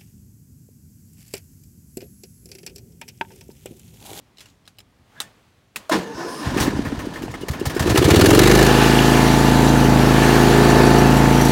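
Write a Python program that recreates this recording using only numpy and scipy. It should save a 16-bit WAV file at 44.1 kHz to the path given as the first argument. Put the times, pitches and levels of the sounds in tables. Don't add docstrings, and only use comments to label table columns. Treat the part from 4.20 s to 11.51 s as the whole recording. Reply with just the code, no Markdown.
import sys
import numpy as np
from scipy import signal
from scipy.fft import rfft, irfft
from scipy.io import wavfile
from scipy.ndimage import uniform_filter1d

SR = 44100
rng = np.random.default_rng(int(sys.argv[2]) if len(sys.argv) > 2 else 0)


def linear_from_db(decibels):
    return 10 ** (np.asarray(decibels, float) / 20)


def digitize_waveform(pressure):
    field = np.atleast_2d(pressure).T
    bounded = np.clip(field, -1, 1)
    quanta = np.round(bounded * 32767).astype(np.int16)
    wavfile.write(sys.argv[1], SR, quanta)


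N = 322371
T = np.arange(N) / SR

# frequency in Hz, level in dB.
RUN_COLOUR = [(18, -34), (30, -24), (90, -7), (134, -11), (184, -0.5), (245, -2), (473, -4), (540, -15),
              (866, -17), (937, -20), (1760, -23.5), (2010, -25), (6210, -38), (16000, -48.5)]


def evened(x):
    return x / np.sqrt(np.mean(x ** 2) + 1e-20)


def curve(rows):
    s, *columns = np.transpose(rows)
    return [np.interp(T, s, c) for c in columns]


def add(mix, s, sound):
    part = mix[round(s * SR):][:len(sound)]
    part += sound[:len(part)]


def wander(per_s, count=1):
    points = rng.standard_normal((count, int(N / SR * per_s) + 3))
    return np.array([np.interp(T * per_s, np.arange(len(p)), p) for p in points]) * 2.57


def noise(colour, modes=(), lift_db=0., patchy_db=-1.5):
    a, b, patches = rng.standard_normal((N // 128 + 5, 257, 3)).T
    patches = uniform_filter1d(uniform_filter1d(patches, size=5, axis=0), size=24, axis=1)
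    spectrum = (a + 1j * b) * linear_from_db(patchy_db * evened(patches))
    white = signal.istft(spectrum, nperseg=512, noverlap=384)[1][:N]
    hz = np.fft.rfftfreq(N, 1 / SR)
    f, db = np.transpose(colour)
    gain = linear_from_db(np.interp(np.log(hz + 1), np.log(f), db))
    gain *= 1 + sum(linear_from_db(lift_db) / (1 + (2 * (hz - m) / w) ** 2) for m, w, _ in modes)
    coloured = rfft(white) * gain
    low, high = 1 / (1 + (hz / 550) ** 4), 1 / (1 + (3000 / (hz + 1)) ** 4)
    return [evened(irfft(coloured * band, N)) for band in (low, 1 - low - high, high)]


def ring(hz, t60, rise_s):
    t = np.arange(int(t60 * SR)) / SR
    x = (1 - np.exp(-(t / rise_s) ** 2)) * linear_from_db(-60 * t / t60) * np.sin(2 * np.pi * hz * t)
    return x / abs(x).max()


def strike(turns, share, db, spread_db, sound):
    at = np.flatnonzero(np.diff(np.floor(turns + 1 - share)))
    train = np.zeros(N)
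    train[at] = linear_from_db(db + spread_db * rng.standard_normal(120)[:len(at)])
    return signal.oaconvolve(train, sound)[:N]


def window(turns, centre, width):
    return np.exp(-(((turns - centre + .5) % 1 - .5) / width) ** 2)


def yard():
    # frequency in Hz, level in dB.
    yard_colour = [(15, -48), (25, -4), (123, 1.5), (141, -4), (256, -6), (531, -22), (988, -28),
                   (1070, -27), (1370, -29.5), (3250, -32.5), (16000, -49)]
    # time in s, level in dB.
    rustle = [
        (0.0, -65),
        (0.62, -68.5),
        (0.838, -66),
        (1.046, -52.5),
        (1.136, -61),
        (1.534, -68.5),
        (1.61, -51),
        (1.7, -57),
    ]
    low, mid, high = noise(yard_colour, patchy_db=0.8)
    breeze = linear_from_db(-3 * np.clip(4 * (T - 1.14), 0, 1))
    air = linear_from_db(-60) * (breeze * low + 0.082 * high)
    return air + linear_from_db(curve(rustle)[0]) * (mid + 0.5 * high) * (T < 1.8)


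def clicks():
    # start in s, peak in dB, ring in Hz, t60 in s.
    click_events = [(0.171, -38, 4000, 0.049), (0.183, -30, 4050, 0.043), (0.194, -35, 3950, 0.062),
                    (0.205, -29, 3440, 0.18), (0.207, -51, 3250, 0.091), (0.257, -37, 2790, 0.094),
                    (0.285, -46, 3120, 0.045), (0.299, -46, 4650, 0.045), (0.454, -44, 3250, 0.049),
                    (0.464, -45, 3320, 0.049), (0.476, -28, 3900, 0.059), (0.57, -49, 8000, 0.015),
                    (0.585, -28, 2930, 0.034), (0.59, -32, 2810, 0.031), (0.603, -30.5, 3180, 0.028),
                    (0.946, -47, 1460, 0.045), (1.002, -5, 3890, 0.048), (1.015, -19, 8500, 0.045),
                    (1.559, -10, 2540, 0.055), (1.566, -17, 1220, 0.05), (1.697, -7.5, 1250, 0.019)]
    # frequency in Hz, level in dB.
    click_colour = [(88, -43), (150, -26), (1830, -5.5), (2600, -3.5), (2920, -1.5), (4000, -3), (4410, -2),
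                    (7040, 0), (16000, -13)]
    # frequency in Hz, level in dB.
    key_modes = [(2750, -20), (4000, -16), (5200, -15), (7000, -29)]
    # start in s, level in dB.
    snaps = [
        (.585, -38),
        (1.002, -29),
        (1.56, -20),
    ]
    low, mid, high = noise(click_colour)
    crack, out = 0.15 * low + .5 * mid + 0.66 * high, np.zeros(N)
    for (s, db, hz, t60), mood in zip(click_events, rng.standard_normal((len(click_events), 4))):
        t = np.arange(int(3 * t60 * SR)) / SR
        fall = linear_from_db(-110 * t / t60) + 0.26 * linear_from_db(-25 * t / t60)
        shape = (1 - np.exp(-t / 0.00059)) * fall
        add(out, s, linear_from_db(db - 14.0) * shape * crack[round(s * SR):][:len(t)])
        add(out, s, linear_from_db(db - 9.5) * ring(hz, t60 * 0.16, 0.0019))
        if s < .7:
            for (key_hz, key_db), m in zip(key_modes, mood):
                add(out, s, linear_from_db(db + key_db + 2.3 * m) * ring(key_hz * (1 + 0.041 * m), 0.027, 0.00055))
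    t, fizz = np.arange(2000) / SR, evened(np.diff(high, n=2))
    for s, db in snaps:
        shape = linear_from_db(db - 60 * t / .025) * (1 - np.exp(-t / 0.0012))
        add(out, s, shape * fizz[round(s * SR):][:len(t)])
    return out


def whines():
    # start in s, end in s, first pitch in Hz, last pitch in Hz, level in dB.
    gear_tones = [(1.71, 1.81, 330, 325, -25), (1.71, 1.8, 460, 458, -30), (1.71, 1.76, 1010, 1010, -30),
                  (1.71, 1.77, 1460, 1460, -35), (1.71, 1.76, 1750, 1750, -37), (1.73, 1.82, 200, 190, -31),
                  (2.05, 2.2, 360, 300, -40), (2.21, 2.33, 1760, 1830, -42), (1.76, 1.97, 465, 460, -38),
                  (1.97, 2.05, 720, 700, -40), (1.8, 1.96, 1790, 1740, -48), (1.8, 1.96, 200, 185, -42),
                  (1.8, 1.95, 330, 290, -45), (1.77, 1.83, 1010, 1000, -41), (1.83, 1.98, 920, 880, -44),
                  (1.96, 2.07, 320, 360, -35), (1.94, 2.0, 1490, 1520, -47), (1.99, 2.03, 1500, 1500, -39),
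                  (2.06, 2.11, 1500, 1510, -42), (1.99, 2.06, 860, 900, -43), (1.96, 2.03, 1030, 1060, -44),
                  (2.02, 2.06, 1280, 1270, -42), (1.98, 2.06, 1790, 1740, -43),
                  (2.06, 2.13, 1730, 1720, -44), (2.04, 2.11, 470, 450, -35), (2.11, 2.2, 450, 440, -42),
                  (2.06, 2.17, 990, 1040, -39), (2.18, 2.26, 1040, 1000, -39),
                  (2.14, 2.22, 1180, 1230, -43), (2.22, 2.33, 1450, 1560, -44), (2.19, 2.23, 310, 310, -38)]
    # start in s, end in s, first pitch in Hz, last pitch in Hz, level in dB.
    brush_bands = [
        (1.912, 2.272, 5420, 5070, -41.5),
        (2.053, 2.26, 9500, 9650, -46),
    ]
    # start in s, end in s, pitch in Hz, level in dB.
    buzzes = [(.93, 1.1, 150, -56), (1.56, 1.62, 200, -50), (.95, 1.003, 1660, -49),
              (.975, 1.003, 3500, -58), (1.02, 1.09, 1800, -56), (1.78, 2.3, 6400, -55),
              (2.08, 2.22, 8620, -55), (3.215, 3.245, 2900, -43), (6.0, 6.9, 4610, -39),
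              (4.35, 5.15, 1770, -37), (5.9, 6.95, 1755, -35), (5.055, 5.09, 5750, -33),
              (5.112, 5.15, 5750, -32), (7.1, 7.31, 5780, -37), (7.24, 7.28, 10500, -41)]
    rows = [(*row, 18) for row in gear_tones]
    rows += [(*row, .1 * row[2]) for row in brush_bands]
    rows += [(s0, s1, hz, hz, db, 60) for s0, s1, hz, db in buzzes]
    out = np.zeros(N)
    for s0, s1, hz0, hz1, db, width in rows:
        n = int((s1 - s0) * SR)
        pole = np.exp(-np.pi * width / SR)
        slow = signal.lfilter([1], [1, -pole], rng.standard_normal((2, 2 * SR)))[:, -n:]
        slow = (slow[0] + 1j * slow[1]) / np.hypot(*slow) ** .5
        carrier = np.exp(2j * np.pi * np.cumsum(np.linspace(hz0, hz1, n)) / SR)
        add(out, s0, linear_from_db(db) * evened((carrier * slow).real) * signal.windows.tukey(n, .4))
    return out


def jingle():
    # frequency in Hz, level in dB.
    jingle_modes = [(4600, -5), (5730, -2), (6230, -4), (7130, -5), (7890, -8), (8780, -7), (10200, -11),
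                    (11600, -12), (12500, -10)]
    # time in s, level in dB.
    jingle_hits = [(4.976, -36), (6.087, -39), (6.5, -26), (6.667, -29), (6.785, -26), (6.864, -33),
                   (6.97, -26.5), (7.047, -35), (7.213, -25.5), (7.251, -23), (7.285, -24.5)]
    per_s, level_db, spread_db, t60 = 60, -38, 3, .1
    at = np.flatnonzero((rng.random(N) < per_s / SR) & (T > 4.45))
    out, t = np.zeros(N), np.arange(6000) / SR
    force_db = spread_db * rng.standard_normal(len(at)) / 2
    for hz, db in jingle_modes:
        train = np.zeros(N)
        train[at] = linear_from_db(level_db + db + force_db + spread_db * rng.standard_normal(len(at)))
        for (s, hit_db), mood in zip(jingle_hits, rng.standard_normal(len(jingle_hits))):
            train[round(s * SR)] = linear_from_db(hit_db + db + spread_db * mood)
        out += signal.oaconvolve(train, linear_from_db(-60 * t / t60) * np.sin(2 * np.pi * hz * t))[:N]
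    return out


def starter():
    # time in s, level in dB.
    spin = [
        (1.8, -49),
        (1.912, -48),
        (2.02, -48),
        (2.158, -44),
        (2.33, -36),
        (2.56, -41),
        (3.088, -46.5),
        (3.334, -46.5),
        (3.572, -40.5),
        (3.7, -30.5),
    ]
    # time in s, housing in dB, frame in dB, hiss in dB, fall in dB per s.
    crunches = [
        (1.726, -13.5, -26, -25.5, 214),
        (2.015, -28, -61, -51, 110),
        (2.266, -28.5, -50, -41, 332),
        (2.405, -22, -31, -33.5, 172),
    ]
    # frequency in Hz, level in dB.
    crank_colour = [(18, -48), (30, 13.5), (93, 9), (199, 9), (328, 0.5), (600, -10.5), (866, -16.5),
                    (1390, -25), (1760, -26.5), (2010, -40), (2170, -35.5), (6300, -50.5), (7600, -54),
                    (9500, -57.5), (16000, -68)]
    # frequency in Hz, width in Hz, a third value in dB that is
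    crank_modes = [(300, 89, 0), (1010, 160, -12), (1435, 17, -16), (1870, 440, -15), (2090, 41, -19),
                   (2860, 25, -19)]
    release_s = 2.25
    hiss = linear_from_db(curve(spin)[0])
    body, frame = linear_from_db(12.5) * hiss, linear_from_db(np.where(T < release_s, 6.5, 9.5)) * hiss
    for s, body_db, frame_db, hiss_db, fall in crunches:
        rise = np.exp(-(np.minimum(T - s, 0) / 0.036) ** 2)
        crunch = rise * linear_from_db(-fall * np.maximum(T - s - 0.011, 0))
        body = body + linear_from_db(body_db) * crunch
        frame = frame + linear_from_db(frame_db) * crunch
        hiss = hiss + linear_from_db(hiss_db) * crunch
    low, mid, high = noise(crank_colour, crank_modes, lift_db=2.0, patchy_db=1.0)
    thin = signal.filtfilt(*signal.butter(4, 140, "high", fs=SR), low)
    low = np.where(T < release_s, thin, low)
    teeth = linear_from_db(0.59 * wander(150)[0])
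    on = np.clip((T - 1.705) / 0.018, 0, 1) * np.clip((3.75 - T) / 0.046, 0, 1)
    return on * (frame * low + teeth * (linear_from_db(-9.5) * body * mid + hiss * high))


def escaping_gas():
    # frequency in Hz, width in Hz, a third value in dB
    head_lift = [(1800, 140, 0), (2880, 1700, 0)]
    # frequency in Hz, level in dB.
    gas_colour = [(1180, -28), (2000, 4), (2570, -7), (2980, -2), (6470, -9), (7700, -11), (16000, -17)]
    return noise(RUN_COLOUR, head_lift, lift_db=6.0)[1], noise(gas_colour)[2]


def solenoid(mid, high):
    s, db, out = 1.6945, -16.5, np.zeros(N)
    t = np.arange(int(.03 * SR)) / SR
    add(out, s, linear_from_db(db) * ring(640, .065, 0.0022))
    add(out, s, 0.17 * linear_from_db(db - 60 * t / 0.07) * (mid + high)[:len(t)])
    return out


def chugs(mid, high):
    # start in s, peak in dB, ring in Hz.
    pops = [(2.364, -10.5, 300), (2.478, -6.5, 278), (2.534, -19, 308), (2.591, -10, 280),
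            (2.656, -22, 240), (2.724, -14.5, 277), (2.869, -16, 290), (3.036, -17.5, 310),
            (3.233, -20.5, 362), (3.413, -14, 347), (3.563, -12.5, 358)]
    # time in s, peak in dB.
    thumps = [(1.94, -34), (2.259, -15), (2.395, -17), (2.539, -18), (2.659, -20), (2.767, -22.5),
              (3.086, -25.5), (3.289, -13.5), (3.459, -12.5), (3.594, -13)]
    # start in s, peak in dB, relative treble in dB, t60 in s.
    puffs = [(2.372, -15.5, -6.5, 0.085), (2.4, -24, 9, 0.13), (2.429, -33, 4, 0.075),
             (2.465, -18, -14, 0.068), (2.65, -21.5, -11.5, 0.12), (2.719, -23.5, -18, 0.031),
             (2.79, -23, -7, 0.083), (2.854, -34, 0, 0.05), (2.936, -35, 2, 0.055), (2.959, -28, -8, 0.12),
             (3.02, -31.5, 0, 0.1), (3.081, -29, -21, 0.035), (3.112, -38, 5, 0.039),
             (3.139, -20, -12.5, 0.052), (3.209, -42.5, 11, 0.061), (3.283, -18.5, -1, 0.04),
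             (3.309, -31, 4.5, 0.06), (3.333, -22, -11, 0.091), (3.396, -31, 3, 0.051),
             (3.454, -18, 1.5, 0.069), (3.496, -20.5, -4, 0.072), (3.548, -32.5, 6, 0.055),
             (3.565, -18.5, -10, 0.062), (3.594, -12, -3.5, 0.056), (3.623, -16, -6, 0.044),
             (3.7583, -11.5, -10, 0.079), (4.0595, -16, 0, .03)]
    # start in s, peak in dB, ring in Hz, t60 in s.
    ticks = [(2.959, -25.5, 1800, 0.026), (2.967, -31, 1750, .025), (3.031, -34, 2900, .025),
             (3.081, -23.5, 780, 0.012), (3.114, -42, 6900, .05), (3.14, -30, 1820, .025),
             (2.808, -28, 1800, .03), (3.288, -29, 4400, 0.026), (3.41, -30, 2800, .03),
             (2.379, -19, 1180, .02), (4.06, -18, 2380, .015)]
    out = np.zeros(N)
    for s, db, hz in pops:
        add(out, s, linear_from_db(db + 1.0) * ring(hz, 0.028, 0.0023))
        add(out, s - 0.022, linear_from_db(db - 12.5) * ring(hz, 0.017, 0.0035))
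    t = np.arange(-650, 1500) / SR
    pulse = -np.cos(2 * np.pi * 103 * t) * np.exp(-(t / np.where(t < 0, .003, .008)) ** 2)
    for s, db in thumps:
        thump = linear_from_db(db + 1.5) * pulse
        add(out, s, thump)
        add(out, s + 0.0142, 0.43 * thump)
    for s, db, treble_db, t60 in puffs:
        t = np.arange(int(t60 * SR)) / SR
        fall = np.exp(-7 * (t / t60) ** 2) + 0.65 * np.exp(-t / 0.0014)
        puff = (mid + linear_from_db(treble_db) * high)[round(s * SR):][:len(t)]
        add(out, s, linear_from_db(db - 9) * (1 - np.exp(-t / 0.0011)) * fall * puff)
    for s, db, hz, t60 in ticks:
        add(out, s, linear_from_db(db) * ring(hz, t60, 0.00059))
    return out


def exhaust_strokes(turns, speed):
    # share of the cycle, level in dB, ring in Hz, t60 in s, lead in s.
    stroke_rows = [
        (.02, 12.5, 325, 0.028, 0),
        (0.225, 13.5, 360, 0.024, .002),
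    ]
    # share of the cycle, level in dB, ring in Hz, t60 in s, lead in s.
    exhaust_pulse_rows = [
        (0.755, 12.5, 295, 0.018, .006),
        (.78, 6, 215, .035, .006),
    ]
    # share of the cycle, level in dB, ring in Hz, t60 in s, lead in s.
    boom_rows = [
        (.48, 9.5, 108, .055, -.0035),
        (.68, 6.5, 98, .045, -.0035),
    ]
    pulse_gain = np.clip((speed - 13) / (21 - 13), .35, 1)
    boom = -linear_from_db(-2.3 * np.maximum(speed - 19.7, 0))
    strokes = np.zeros(N)
    for rows, gain in ((stroke_rows, 1), (exhaust_pulse_rows, pulse_gain), (boom_rows, boom)):
        for share, db, hz, t60, lead in rows:
            strokes += gain * strike(turns + lead * speed, share, db, 1.0, ring(hz, t60, 0.4 / hz))
    return strokes / np.sqrt(uniform_filter1d(strokes ** 2, size=6000) + 1e-4)


def order_stack(turns, muffler, facing):
    # multiple of the firing rate, level in dB.
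    orders = [(1, -7), (2, 1.5), (4, -3.5), (5, 6), (6, -6.5), (7, -2.5), (8, -2.5), (9, 6), (10, -35),
              (11, 2), (12, -1.5), (13, -0.5), (15, -1.5), (16, -18), (17, -6), (18, -8), (20, -12),
              (22, -9.5), (23, -8.5), (24, -19.5), (25, -10.5), (26, -4.5), (27, -8.5), (28, -11), (30, -8),
              (31, -10), (32, -2), (34, -10.5), (35, -11), (36, -13), (37, -11), (40, -13), (42, -18.5),
              (44, -17.5), (48, -15), (50, -20.5), (54, -20), (56, -17.5)]
    run, stack = turns > 0, np.zeros(N)
    sway, phase = wander(5, count=len(orders))[:, run], turns[run] - .74
    facing, muffler = facing[run], muffler[run]
    shroud_db = 7 * np.maximum(facing, 0) * muffler
    for i, (k, db) in enumerate(orders):
        lift_db = 11 * facing * np.exp(-((k - 14) / 1.11) ** 2)
        lift_db = lift_db + .3 * facing * np.exp(-((k - 29) / 4) ** 2)
        lift_db = lift_db + shroud_db * np.exp(-((k - 21) / 6) ** 2)
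        late = .002 * k ** 2 / (1 + (k / 30) ** 2)
        level = linear_from_db(db + .016 * k * sway[i] + lift_db)
        stack[run] += level * np.cos(2 * np.pi * (k * phase - late) + .011 * k * sway[-i])
    return linear_from_db(1.4) * stack / stack[run].std()


def tappet_ticks(turns):
    # share of the cycle, level in dB.
    tappet_rows = [
        (.26, 0),
        (.76, 0),
    ]
    # frequency in Hz, level in dB, t60 in s.
    head_modes = [(610, -6, 0.025), (800, -6, 0.022), (1040, -7, .02), (1330, -3, 0.025), (1755, 6, 0.055)]
    t = np.arange(1500) / SR
    head = sum(linear_from_db(db - 60 * t / t60) * np.sin(2 * np.pi * hz * t) for hz, db, t60 in head_modes)
    return evened(sum(strike(turns, share, db, 1.0, head) for share, db in tappet_rows))


def valve_knocks(turns):
    # time in s, level in dB.
    hard_knocks = [
        (3.29, -35),
        (3.758, -16),
        (3.89, -22),
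        (4.4146, -26),
        (4.789, -6.5),
    ]
    hz, t60 = 2880, .022
    knock = ring(hz, t60, 0.0008) + .3 * ring(.83 * hz, t60, 0.001) + .4 * ring(1.06 * hz, t60, 0.001)
    knocks = strike(turns, .2, -17, 2.2, knock) * np.exp(-((T - 4.6) / 0.44) ** 2)
    for s, db in hard_knocks:
        add(knocks, s, linear_from_db(db) * knock)
    return knocks


def block(turns):
    k = np.arange(38, 70)
    lines = np.zeros(2049, complex)
    lines[k] = (1.3 - .6 * (k % 2)) / np.sqrt(k) * np.exp(2j * np.pi * rng.random(len(k)))
    return np.interp(turns % 1, np.arange(4096) / 4096, evened(irfft(lines)))


def blowdown_jet(turns, speed):
    jet = uniform_filter1d(np.exp(-((turns - .42) % 1 / .27) ** 2), size=160)
    force = np.clip(speed / 21.5, .8, 1.2)
    burn = linear_from_db(.4 * rng.standard_normal(120))[turns.astype(int)]
    return jet * force * burn * linear_from_db(.8 * wander(120)[0])


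def engine():
    # time in s, firings per s; turns count from the first steady pop.
    speed_rows = [(3.658, 10.5), (3.78, 14.05), (4.04, 20.9), (4.14, 22.95), (4.27, 25.05), (4.37, 26.45),
                  (4.5, 26.7), (4.64, 27.0), (5.07, 27.4), (5.5, 27.6), (5.74, 26.8), (6.01, 27.3),
                  (6.3, 27.3), (6.37, 27.5), (6.89, 27.45), (7.32, 27.6)]
    # time in s, opening from 0 to 1.
    throttle_rows = [
        (3.6, 1),
        (4.0, .97),
        (4.2, .85),
        (4.42, .65),
        (4.52, .04),
        (7.32, .04),
    ]
    # time in s, towards the muffler 0 to 1, towards the head -1 to 1.
    swing = [(4.15, 0, 0.062), (4.3, 0.12, 0.85), (4.6, 0, 1), (4.95, 0.01, 0.63), (5.15, 0.02, -0.33),
             (5.35, 0.32, -0.012), (5.55, 0.42, -0.23), (5.75, 0.5, -0.4), (5.95, 0.35, 0.35),
             (6.1, 0.14, 0.9), (6.5, 0.48, 1), (6.85, 0.62, 0.77), (7.0, 0.57, -0.37), (7.15, 0.4, -0.48),
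             (7.31, 0.05, -0.74)]
    # dB at speed, full from firings per s, dB per missing firing, muffler dB, head dB.
    layers = [
        (-13.5, 17.5, -1.4, 3.5, -0.03),
        (-16.5, 16.9, -1.93, -2.5, 2.3),
        (-26, 18.4, -1, -5.5, 1.17),
        (-35.5, 36.3, -0.96, 4, 7.5),
    ]
    open_throttle_db = (3.1, 0.36, 5.4, 0.3)
    # frequency in Hz, width in Hz, a third value in dB that is
    casing = [(1750, 100, 0), (2786, 45, -8), (3950, 80, -11), (4400, 77, -12), (5760, 25, -12),
              (6230, 86, -15), (7070, 160, -17), (9100, 16, -19), (10300, 270, -20), (12000, 130, -22),
              (12400, 91, -20)]
    on = np.clip((T - 3.64) / 0.031, 0, 1)
    speed, (muffler, facing) = curve(speed_rows)[0], curve(swing)
    turns = np.cumsum(speed * (T >= speed_rows[0][0])) / SR
    throttle = np.clip(curve(throttle_rows)[0], 0, 1)
    shut = 1 - throttle
    exhaust_db, clatter_db, hiss_db, tappet_db = [
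        db + lag_db * np.maximum(full - speed, 0) + muffler_db * muffler + head_db * facing + open_db * throttle
        for (db, full, lag_db, muffler_db, head_db), open_db in zip(layers, open_throttle_db)]

    low, mid, high = noise(RUN_COLOUR, casing, lift_db=-2.5, patchy_db=1.2)
    shake = 0.53 * np.clip((T - 4.0) / 0.32, 0, 1) * np.cos(4 * np.pi * (turns - .72))
    exhaust = np.sqrt(throttle) * (exhaust_strokes(turns, speed) + shake)
    exhaust = exhaust + np.sqrt(shut) * order_stack(turns, muffler, facing) + .16 * low

    mid = mid - .42 * shut * signal.filtfilt(*signal.butter(2, 1900, fs=SR), mid)
    valves = .8 + (.2 + .2 * throttle) * (window(turns, .23, .08) + window(turns, .73, .08))
    breath = 1 + .1 * np.cos(4 * np.pi * (turns - .1))
    blowdown = blowdown_jet(turns, speed)
    intake = .5 * window(turns, .06, .07) * np.clip((speed - 20.5) / 3, 0, 1)
    gasp = 1 + throttle * (1.25 * blowdown + .5 * window(turns, .2, .1) + intake - .58)
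    clatter = linear_from_db(clatter_db - 1.5 + .55 * wander(90)[0]) * valves * mid
    noises = gasp * (clatter + linear_from_db(hiss_db) * breath * high)
    thin_hiss = evened(np.gradient(high[::-1]))
    noises = noises + linear_from_db(1.5 + hiss_db) * throttle * blowdown ** 2 * thin_hiss
    noises = noises + linear_from_db(-13 + clatter_db) * shut * block(turns)
    tappets = linear_from_db(tappet_db + 3.5) * tappet_ticks(turns)
    return on * (linear_from_db(exhaust_db) * exhaust + noises) + tappets + valve_knocks(turns)


def scene():
    mid, high = escaping_gas()
    near = clicks() + solenoid(mid, high) + chugs(mid, high)
    near = near + 0.21 * np.r_[np.zeros(210), near[:-210]]
    return (yard() + near + whines() + jingle() + starter() + engine())[None]


def roll_off(x):
    return signal.sosfilt(signal.butter(12, 16850, fs=SR, output="sos"), x)


def record(dry):
    bass = signal.filtfilt(*signal.butter(2, 1500, fs=SR), dry)
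    limited = np.clip(np.tanh(bass * 1.07) + .85 * (dry - bass), -.95, .95)
    limited = signal.filtfilt(*signal.butter(2, 33, "high", fs=SR), limited, padtype="even")
    band_limit = signal.firwin(801, 15950, fs=SR)
    return roll_off(signal.oaconvolve(limited, band_limit[None], "same"))


dry = scene()
out = record(dry)
digitize_waveform(out)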